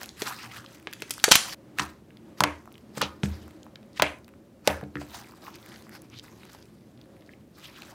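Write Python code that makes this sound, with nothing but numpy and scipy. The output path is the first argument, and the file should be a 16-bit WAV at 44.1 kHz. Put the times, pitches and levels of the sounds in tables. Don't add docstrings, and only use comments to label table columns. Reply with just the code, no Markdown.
import sys
import numpy as np
from scipy import signal
from scipy.fft import rfft, irfft
from scipy.io import wavfile
from scipy.ndimage import uniform_filter1d

SR = 44100
rng = np.random.default_rng(int(sys.argv[2]) if len(sys.argv) > 2 else 0)


def undo_db(level):
    steps = np.asarray(level, float) / 20
    return 10 ** steps


def transcribe(u):
    v = np.clip(np.atleast_2d(u).T, -1, 1)
    q = np.round(v * 32767).astype(np.int16)
    wavfile.write(sys.argv[1], SR, q)


N = 350149
CHANGE_S = 1.547


def rms_one(x):
    return x / np.sqrt(np.mean(x ** 2) + 1e-20)


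def at_hz(points, hz):
    table_hz, values = np.array(points).T
    return np.interp(np.log(hz), np.log(table_hz), values)


def band(x, low_hz, high_hz):
    limits = [low_hz, min(high_hz, .45 * SR)]
    return signal.sosfilt(signal.butter(2, limits, "band", fs=SR, output="sos"), x)


def low_pass(x, hz, order=2):
    return signal.sosfilt(signal.butter(order, hz, fs=SR, output="sos"), x)


def coloured(x, spectrum):
    hz = np.maximum(np.fft.rfftfreq(len(x), 1 / SR), 1)
    return rms_one(irfft(rfft(x) * undo_db(at_hz(spectrum, hz)), len(x)))


def resonance(x, hz, width_hz):
    r = np.exp(-np.pi * width_hz / SR)
    top = (1 - r * r) / 2
    return signal.lfilter([top, 0, -top], [1, -2 * r * np.cos(2 * np.pi * hz / SR), r * r], x)


def drift(rate_hz):
    r = np.exp(-80 * np.pi * rate_hz / SR)
    chance = rng.standard_normal(N // 40 + 2002)
    slow = signal.lfilter([1], [1, -2 * r, r * r], chance)[2000:]
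    return np.interp(np.arange(N) / 40, np.arange(len(slow)), rms_one(slow))


def add(out, s, piece):
    i = round(s * SR)
    out[i:i + len(piece)] += piece[:N - i]


def room_tone():
    # pitch in Hz, level in dB per Hz.
    hush_colour = [(20, -38), (55, -7.5), (124, -4.5), (230, -3.5), (380, -9), (547, -17), (900, -38),
                   (16300, -43)]
    # pitch in Hz, width in Hz, level in dB.
    hums = [(118, 11, -65), (218, 20, -62), (309, 27, -63.5), (338, 23, -69), (533, 31, -69.5)]
    out = undo_db(-54.5) * coloured(rng.standard_normal(N), hush_colour)
    white = rng.standard_normal(N)
    for hz, width_hz, db in hums:
        out += undo_db(db + 4.5 * drift(1.9)) * rms_one(resonance(white, hz, width_hz))
    return out


def room(x):
    # pitch in Hz, time to fall 60 dB in seconds.
    echo_times = [(100, .5), (300, 0.45), (600, .33), (1000, 0.33), (3000, 0.3), (7000, .4), (14000, .3)]
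    # pitch in Hz, echo energy in dB relative to the direct sound.
    echo_levels = [(100, -14.5), (400, -10), (1500, -9.5), (5000, -10), (10000, -6), (15000, -29)]
    t = np.arange(SR * 2 // 3) / SR
    edges = 60 * 2 ** np.arange(0, 8.6, .5)
    white, echo = rng.standard_normal((2, len(t))), 0
    for k, (low, high) in enumerate(zip(edges, edges[1:])):
        hz = np.sqrt(low * high)
        t60 = at_hz(echo_times, hz)
        unit_energy = np.sqrt(6 * np.log(10) / (t60 * SR))
        decay = undo_db(at_hz(echo_levels, hz) - 60 * t / t60)
        echo = echo + band(white[k % 2], low, high) * decay * unit_energy
    echo = echo * np.clip((t - .003) / .0025, 0, 1)
    before = np.arange(N) < CHANGE_S * SR
    return sum(signal.fftconvolve(x * part, echo)[:N] * part for part in (before, ~before))


def sideways(x):
    duller = undo_db(1) * low_pass(x, 3000, order=4) + undo_db(-11) * x
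    return np.where(np.arange(N) < CHANGE_S * SR, x, duller)


def table_top():
    # start in
    # seconds, peak in dB, extra dB for deep pitches, extra dB for high ones.
    jolts = [(0.216, -42, -4, 7.5), (1.317, -30, -3, -2), (1.795, -21.5, -3, 2.5), (2.403, -18.5, -0.5, 0),
             (2.436, -17, -1, 3), (2.97, -21.5, -9, -5), (3.018, -19, -4, -4), (3.231, -13.5, -1, -10),
             (3.256, -21, 2, -4), (3.994, -22.5, 2, -9), (4.022, -21.5, -12, 9), (4.674, -16.5, 0, 0),
             (4.825, -21, -13, -1), (4.954, -21.5, 0, 5), (5.012, -29, -1, 0)]
    # pitch in Hz, level in dB, time to fall 60 dB in seconds.
    modes = [(74, -6.5, 0.5), (80.5, -5.5, 0.6), (140, 3.5, 0.15), (200.7, 3, 0.2), (294.4, 1.5, 0.25),
             (367, -6.5, 0.19), (480, -7, 0.14)]
    out, t = np.zeros(N), np.arange(SR // 2) / SR
    chance_db = rng.normal(0, 1.3, (len(jolts), len(modes)))
    for (s, db, deep_db, upper_db), own in zip(jolts, chance_db):
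        for k, ((hz, mode_db, t60), own_db) in enumerate(zip(modes, own)):
            swell = (-1) ** k * (1 - np.exp(-t / .006))
            level_db = db + mode_db + own_db - 13.5 + deep_db * (hz < 100) + upper_db * (hz > 250)
            add(out, s, undo_db(level_db - 60 * t / t60) * swell * np.sin(2 * np.pi * hz * t))
    return out * undo_db(2.5 * drift(30))


def effort():
    # peak time in seconds, level in dB, seconds to rise 20 dB,
    # seconds to fall 20 dB, breadth in dB.
    squeezes = [
        (.02, -44, .05, .11, -2),
        (.22, -37, .05, .05, 0),
        (.276, -35, .08, .12, 0),
        (.46, -45, .3, .03, -4),
        (.57, -48, .15, .1, 3),
        (.744, -53, .3, .1, 0),
        (.98, -62, .2, .3, 2),
        (1.19, -53, .4, .05, -6),
        (1.328, -28, .025, .13, -6),
        (1.535, -39.5, .45, .6, -2),
    ]
    # peak time in seconds, level in dB, seconds to rise 20 dB,
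    # seconds to fall 20 dB, breadth in dB.
    stretches = [(5.011, -49.5, 0.041, 0.1, -3), (5.15, -48.5, 0.167, 0.22, 3), (5.48, -51, .06, 0.035, 8),
                 (5.56, -46.5, 0.044, 0.018, -18), (5.73, -54, 0.27, 0.2, 1.5), (5.4, -61.5, .5, 1.64, 3.5),
                 (5.96, -50.5, 0.06, 0.031, 7), (6.14, -54, 0.041, 0.15, -16),
                 (6.24, -57, 0.019, 0.21, 4.5), (6.45, -58.5, 0.27, .2, -2), (6.52, -57, 0.041, 0.32, -1),
                 (7.02, -70.5, .07, .1, -3), (7.33, -67.5, 0.36, 0.046, -2), (7.645, -52, 0.095, 0.083, 0),
                 (7.8, -54, 0.25, 0.69, 0), (7.585, -56, .035, .5, 3)]
    # peak time in seconds, level in dB,
    # seconds to fall 20 dB, breadth in dB.
    finger_pokes = [
        (1.798, -40, 0.08, 2.5),
        (1.82, -51, 0.12, 4),
        (2.39, -52, 0.27, 0.5),
        (2.75, -67, .2, 5),
        (2.97, -43.5, 0.17, -4),
        (3.245, -50, 0.31, -1),
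        (3.33, -58, 0.2, -2),
        (3.975, -43, 0.03, -8),
        (4.029, -46, 0.1, 3.5),
        (4.68, -38, 0.1, 5),
    ]
    rise_to_poke_s, rest_db = .026, -84
    t = np.arange(0, N + 40, 40) / SR
    power = np.full((3, len(t)), undo_db(2 * rest_db))
    pokes = [(s, db, rise_to_poke_s, fall_s, breadth_db) for s, db, fall_s, breadth_db in finger_pokes]
    for s, db, rise_s, fall_s, breadth_db in squeezes + pokes + stretches:
        swell_db = db - 20 * np.maximum((s - t) / rise_s, (t - s) / fall_s)
        layers_db = np.array([[-1 + breadth_db], [0], [-4.5 + .7 * breadth_db]])
        same_scene = (t < CHANGE_S) == (s < CHANGE_S)
        power += undo_db(2 * (swell_db + layers_db)) * same_scene
    return [np.interp(np.arange(N) / SR, t, 10 * np.log10(p)) for p in power]


def kneading():
    # pitch in Hz, level in dB.
    crackle_colour = [(800, -9.5), (1300, -7), (2000, -7.5), (2900, -10.5), (4400, -5.5), (6000, -9),
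                      (10000, -9.5), (14000, -8.5)]
    folds, strands, sheen = effort()
    sizes = undo_db(4 * np.minimum(rng.exponential(1, N), 3.3)) * rng.choice([-1, 1], N)
    snaps_per_s = 2300 * undo_db(5 * drift(45))
    grains = sizes * (rng.random(N) < snaps_per_s / SR)
    dealt = rng.integers(0, 14, N)
    rub, out = rng.standard_normal((2, N)), 0
    for k, hz in enumerate(np.geomspace(800, 14500, 14)):
        layer = np.interp(np.log2(hz), np.log2([1000, 2000, 5000, 9000]), [0, 1, 1, 2])
        level_db = folds + min(layer, 1) * (strands - folds) + max(layer - 1, 0) * (sheen - strands)
        snaps = rms_one(grains * (np.abs(dealt - k) < 2)) + .85 * rub[k % 2]
        ring = rms_one(resonance(resonance(snaps, hz, hz / 3), hz, hz / 3))
        patch_db = 2.5 * drift(8) + 2 * drift(35)
        out = out + undo_db(level_db + at_hz(crackle_colour, hz) + patch_db) * ring
    return out


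def clumps():
    # peak time in seconds, level in dB, pitch in Hz, seconds to rise 20 dB,
    # seconds to fall 20 dB.
    torn_clumps = [(.272, -33, 1300, .015, .02), (.27, -38, 3600, .02, .02), (.285, -40, 6500, .015, .015),
                   (.31, -37, 1150, .012, .015), (.333, -41, 1500, .012, .015), (.405, -45, 2100, .03, .03),
                   (.45, -47, 1200, .05, .04), (.515, -43, 2400, .015, .02), (.565, -43, 1250, .015, .015),
                   (.563, -47, 4400, .015, .02), (.585, -45, 1300, .008, .012),
                   (1.335, -22, 4200, .02, .08), (1.33, -23, 2500, .01, .07), (4.03, -28, 2300, .008, .09),
                   (4.065, -36, 2400, .02, .04), (4.703, -36, 2600, .015, .02), (4.7, -31, 750, .02, .03),
                   (4.69, -35, 1500, .01, .12), (1.822, -38, 4600, .012, .015),
                   (1.81, -35, 1000, .015, .05), (2.47, -36, 2000, .03, .08), (2.425, -30, 550, .02, .1),
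                   (3.019, -27, 3000, .006, .05), (3.02, -31, 4800, .006, .04),
                   (2.974, -40, 7000, .004, .015), (3.236, -42, 6500, .004, .06),
                   (5.73, -52, 1700, .04, .05), (5.955, -51, 1700, .05, .03), (6.14, -50, 2700, .03, .04),
                   (6.14, -53, 1400, .015, .02), (6.18, -49, 3800, .05, .025), (4.817, -46, 850, .008, .01),
                   (5.145, -45, 800, .015, .04), (5.147, -45, 4200, .02, .04),
                   (5.145, -48, 1600, .015, .03), (5.338, -52, 1100, .01, .015),
                   (5.43, -50, 700, .01, .015), (5.48, -48, 950, .04, .04), (7.555, -61, 4400, .02, .04),
                   (7.655, -44, 3100, .04, .03), (7.69, -50, 2200, .02, .03), (7.765, -50, 3000, .04, .04),
                   (7.78, -55, 1600, .06, .04), (7.925, -52, 900, .03, .05)]
    half_width = 2 ** .35
    out, t = np.zeros(N), np.arange(-3000, 7000) / SR
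    noise = rng.standard_normal((len(torn_clumps), 2, len(t)))
    for (s, db, hz, rise_s, fall_s), (z, lumps) in zip(torn_clumps, noise):
        grain = undo_db(2.5 * rms_one(uniform_filter1d(lumps, size=90)))
        rush = rms_one(band(z * grain, hz / half_width, hz * half_width))
        add(out, s + t[0], undo_db(db - 20 * np.maximum(-t / rise_s, t / fall_s)) * rush)
    i = np.arange(N)
    return out * ((i < CHANGE_S * SR) | (i > (CHANGE_S + .1) * SR))


def strays():
    per_s, over_crackle_db, spread_db, edge_db = 14, 2, 3, -22
    when, size, pitch, edge = rng.random((int(per_s * N / SR), 4)).T
    s = when * (N / SR - .02)
    work_db = np.minimum(effort()[1][(s * SR).astype(int)], -52)
    db = work_db + over_crackle_db + spread_db * (2 * size - 1)
    return list(zip(s, db, 900 * 6 ** pitch, edge_db + 24 * (edge - .5)))


def ticks():
    # start in seconds, peak in dB, pitch in Hz, sharp edge in dB over the ring.
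    squeeze_ticks = [(0.0116, -31, 4300, -3), (0.032, -23.5, 5000, 2), (0.059, -27, 4320, -2),
                     (0.091, -28, 4640, -25), (0.388, -33.5, 2730, -20), (0.5139, -38, 2860, -20),
                     (0.6617, -32, 3780, -27.5), (0.7985, -45, 2350, -5), (0.8271, -42.5, 2070, -6),
                     (0.9285, -26, 2200, -13), (0.9344, -24, 3254, -7), (0.9647, -43, 1420, -23.5),
                     (1.0013, -39, 2500, -15), (1.0055, -40, 7000, 0), (.9125, -44, 5000, -5),
                     (1.1805, -36, 6000, 0), (1.2325, -38, 11000, 0), (1.0957, -33.5, 7700, -13.5),
                     (1.1382, -27, 4845, -6.5), (1.1803, -30, 1020, -7.5), (1.1913, -37.5, 3324, -22),
                     (1.1993, -27, 3360, -13), (1.2412, -7.5, 3370, -8), (1.2472, -18.5, 5647, -22.5),
                     (1.3600, -18, 8000, -3.5), (.586, -38, 4000, -30), (1.534, -30, 2240, -15)]
    peel_ticks = [(2.1055, -42.5, 2004, -22.5), (2.1707, -41, 3130, -16), (2.6562, -40, 1190, -7.5),
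                  (2.676, -34, 916, -28), (2.7251, -43, 9000, 0), (2.719, -46, 3040, -20),
                  (2.893, -56, 4200, -20), (2.7416, -44, 3600, -28), (2.7541, -40.5, 2205, -26),
                  (2.78, -39.5, 2540, -13.5), (2.9799, -23.5, 1095, -11.5), (3.2581, -27, 2500, -12),
                  (3.2949, -45, 1038, -21.5), (3.4796, -39, 885, -12.5), (3.5081, -40.5, 2633, -6),
                  (3.631, -38, 4600, -19), (3.645, -54, 9000, -5), (3.862, -56, 10000, -5),
                  (3.6652, -38, 1080, -23), (3.7572, -32.5, 2670, -21.5), (3.8291, -48.5, 3230, -20.5),
                  (3.9935, -34, 5000, 0), (3.9314, -49, 5490, -26), (4.186, -50.5, 8000, -2),
                  (4.2453, -41.5, 4290, -17), (4.2802, -41, 2070, -8.5), (4.2899, -43.5, 2370, -6),
                  (4.3377, -48, 1530, -24), (4.8116, -30.5, 1240, -20), (4.8378, -41, 2130, -11),
                  (4.969, -27, 1710, -34)]
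    stretch_ticks = [(5.1447, -36, 3810, -5), (5.272, -45, 1600, -15), (5.31, -46, 4500, -35),
                     (5.373, -45, 1700, -8), (5.556, -35, 2500, 0), (5.586, -45, 3000, -25),
                     (5.2446, -40, 2260, -38), (5.3207, -42, 900, -10), (5.4669, -34, 2280, -28),
                     (5.4807, -31.5, 930, -37), (5.6278, -42.5, 3800, -36.5), (5.6613, -33, 1810, -4),
                     (5.6894, -40.5, 2600, -0.5), (5.719, -37, 2710, -30.5), (5.7598, -36.5, 3850, -25.5),
                     (5.8235, -41, 5790, -18), (5.8681, -40.5, 1070, -20), (5.8936, -35, 1790, -8),
                     (6.0192, -37.5, 8980, -16), (6.0998, -44, 4610, -15.5), (6.1876, -32.5, 4110, -14.5),
                     (6.1956, -30, 4340, -31), (6.2819, -41, 1924, -24), (6.4325, -39.5, 1930, -15),
                     (6.4519, -39.5, 900, 2), (6.532, -36, 5080, -6.5), (6.5482, -39, 990, -19),
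                     (6.6262, -43, 4245, -18), (6.6557, -49, 4240, -22.5), (7.0139, -40, 3770, -17),
                     (6.9756, -50, 3320, -22), (7.2216, -47, 2370, -23), (7.291, -40, 1890, -45),
                     (7.3351, -44, 2144, -44), (7.8201, -30.5, 3170, -17),
                     (6.991, -53, 1900, -30),
        (7.04, -53, 3500, -30),
        (7.0575, -49.5, 1600, -14),
        (7.166, -49, 2500, -19),
        (7.2086, -49, 4000, -12),
        (7.262, -50, 4500, -28),
        (7.275, -51, 4000, -14),
        (7.3163, -50, 2600, -12),
        (7.41, -54, 3000, -16),
    ]
    rows = squeeze_ticks + peel_ticks + stretch_ticks + strays()
    out, t = np.zeros(N), np.arange(600) / SR
    for (s, db, hz, edge_db), z in zip(rows, rng.standard_normal((len(rows), 600))):
        slip = z * undo_db(-60 * t / .008)
        spread = np.clip(1.75 + edge_db / 70, 1.12, 1.8)
        ring = band(slip, hz / spread, hz * spread)
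        edge = undo_db(.75 * edge_db + 1.5) * band(slip, hz, 15500)
        tick = ring / np.abs(ring).max() + edge
        add(out, s, undo_db(db) * tick / np.abs(tick).max())
    return out


def hollow(hz, cycles, opening_s):
    t = np.arange(2400) / SR
    opening = (1 - np.exp(-t / opening_s)) ** 3
    main = np.sin(2 * np.pi * hz * t * (1 - 2.5 * t))
    upper = .45 * np.sin(2 * np.pi * 1.45 * hz * t)
    ring = opening * undo_db(-60 * t * hz / cycles) * (main + upper)
    return ring / np.abs(ring).max()


def burst(out, row, noise, spatter_db, dull_hz):
    s, db, hz, hollow_hz, hollow_db = row
    since = np.arange(len(noise)) / SR - .0007
    climb = np.exp(since.clip(max=0) / .00014)
    drop = -np.exp(-since.clip(min=0) / .00005)
    tear = np.where(since < 0, climb, drop)
    snap = tear + 1.5 * resonance(tear, hz, hz / 2.5)
    spray = rms_one(band(noise, hz / 4, hz * 1.87) + .013 * noise)
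    spatter = spray * undo_db(-60 * since / .031) * (since > 0)
    snap[28:] += .064 * snap[:-28]
    crack = snap / np.abs(snap).max() + undo_db(spatter_db) * spatter
    add(out, s - .0006, undo_db(db) * low_pass(crack, dull_hz))
    add(out, s, undo_db(db + hollow_db) * hollow(hollow_hz, cycles=10, opening_s=.0008))


def pops():
    # start in seconds, snap peak in dB, snap pitch in Hz, hollow pitch in Hz,
    # hollow level in dB over the snap. First the sharp bursts.
    sharp_pops = [(0.2200, -14.5, 3630, 425, -9), (1.0212, -18, 2360, 443, -15.5),
                  (1.1074, -13.5, 7040, 1130, -27.5), (1.2407, 0, 4000, 1250, -29.5),
                  (1.2885, -15, 4573, 565, -11.5), (1.3111, -8.5, 4200, 1229, -18),
                  (1.3146, 3.5, 4630, 1179, -16), (1.3185, 2, 4000, 990, -31.5),
                  (1.3205, 3.5, 4050, 990, -13), (1.3542, -5, 8600, 882, -18), (1.3550, 0, 2600, 882, -18),
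                  (1.3557, -2, 8000, 882, -18), (1.7863, -14, 2000, 1900, 0), (2.4056, -6, 4380, 1020, 0),
                  (2.4376, -3, 2200, 2200, -12), (3.0162, -10, 2806, 1049, -6), (4.022, -1, 2500, 640, -8),
                  (4.6751, -1, 2600, 592, -6.5)]
    soft_smacks = [(0.0155, -22, 1670, 1130, -19), (0.0318, -23, 1540, 1160, -20),
                   (0.8719, -14, 2040, 424, -22.5), (1.28, -17, 1491, 460, 2),
                   (1.7950, -12, 3900, 2020, -1), (1.7965, -22, 4000, 1050, 6),
                   (2.4405, -26, 1500, 1000, 14), (2.974, -30, 1497, 533, 2),
                   (3.0116, -23, 1518, 1270, 5.5), (3.025, -16.5, 1650, 552, -4.5),
                   (3.2335, -16, 2900, 455, -11.5), (3.9969, -13, 2500, 987, 1), (4.828, -44, 800, 480, 15),
                   (4.9555, -18, 1660, 426, -21.5), (5.0145, -39.5, 1616, 686, 8.5)]
    out = np.zeros(N)
    for row, z in zip(sharp_pops, rng.standard_normal((len(sharp_pops), 2400))):
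        burst(out, row, z, spatter_db=-16.5 - .3 * row[-1], dull_hz=17000)
    for row, z in zip(soft_smacks, rng.standard_normal((len(soft_smacks), 2400))):
        burst(out, row, z, spatter_db=-6.5 + .55 * row[-1], dull_hz=row[2] * 1.6)
    return out


def scene():
    slime = pops() + ticks()
    mix = room_tone() + table_top() + kneading() + clumps() + slime + room(sideways(slime))
    return mix[None]


def top_cut(x):
    return signal.sosfilt(signal.butter(12, 15720, fs=SR, output="sos"), x)


def record(dry):
    mic = signal.sosfilt(signal.butter(2, 45, "high", fs=SR, output="sos"), dry)
    mic = low_pass(mic, 17000, order=4)
    mic = mic - .04 * np.minimum(mic ** 4, 2)
    return top_cut(np.clip(mic, -1, 1))


dry = scene()
out = record(dry)
transcribe(out)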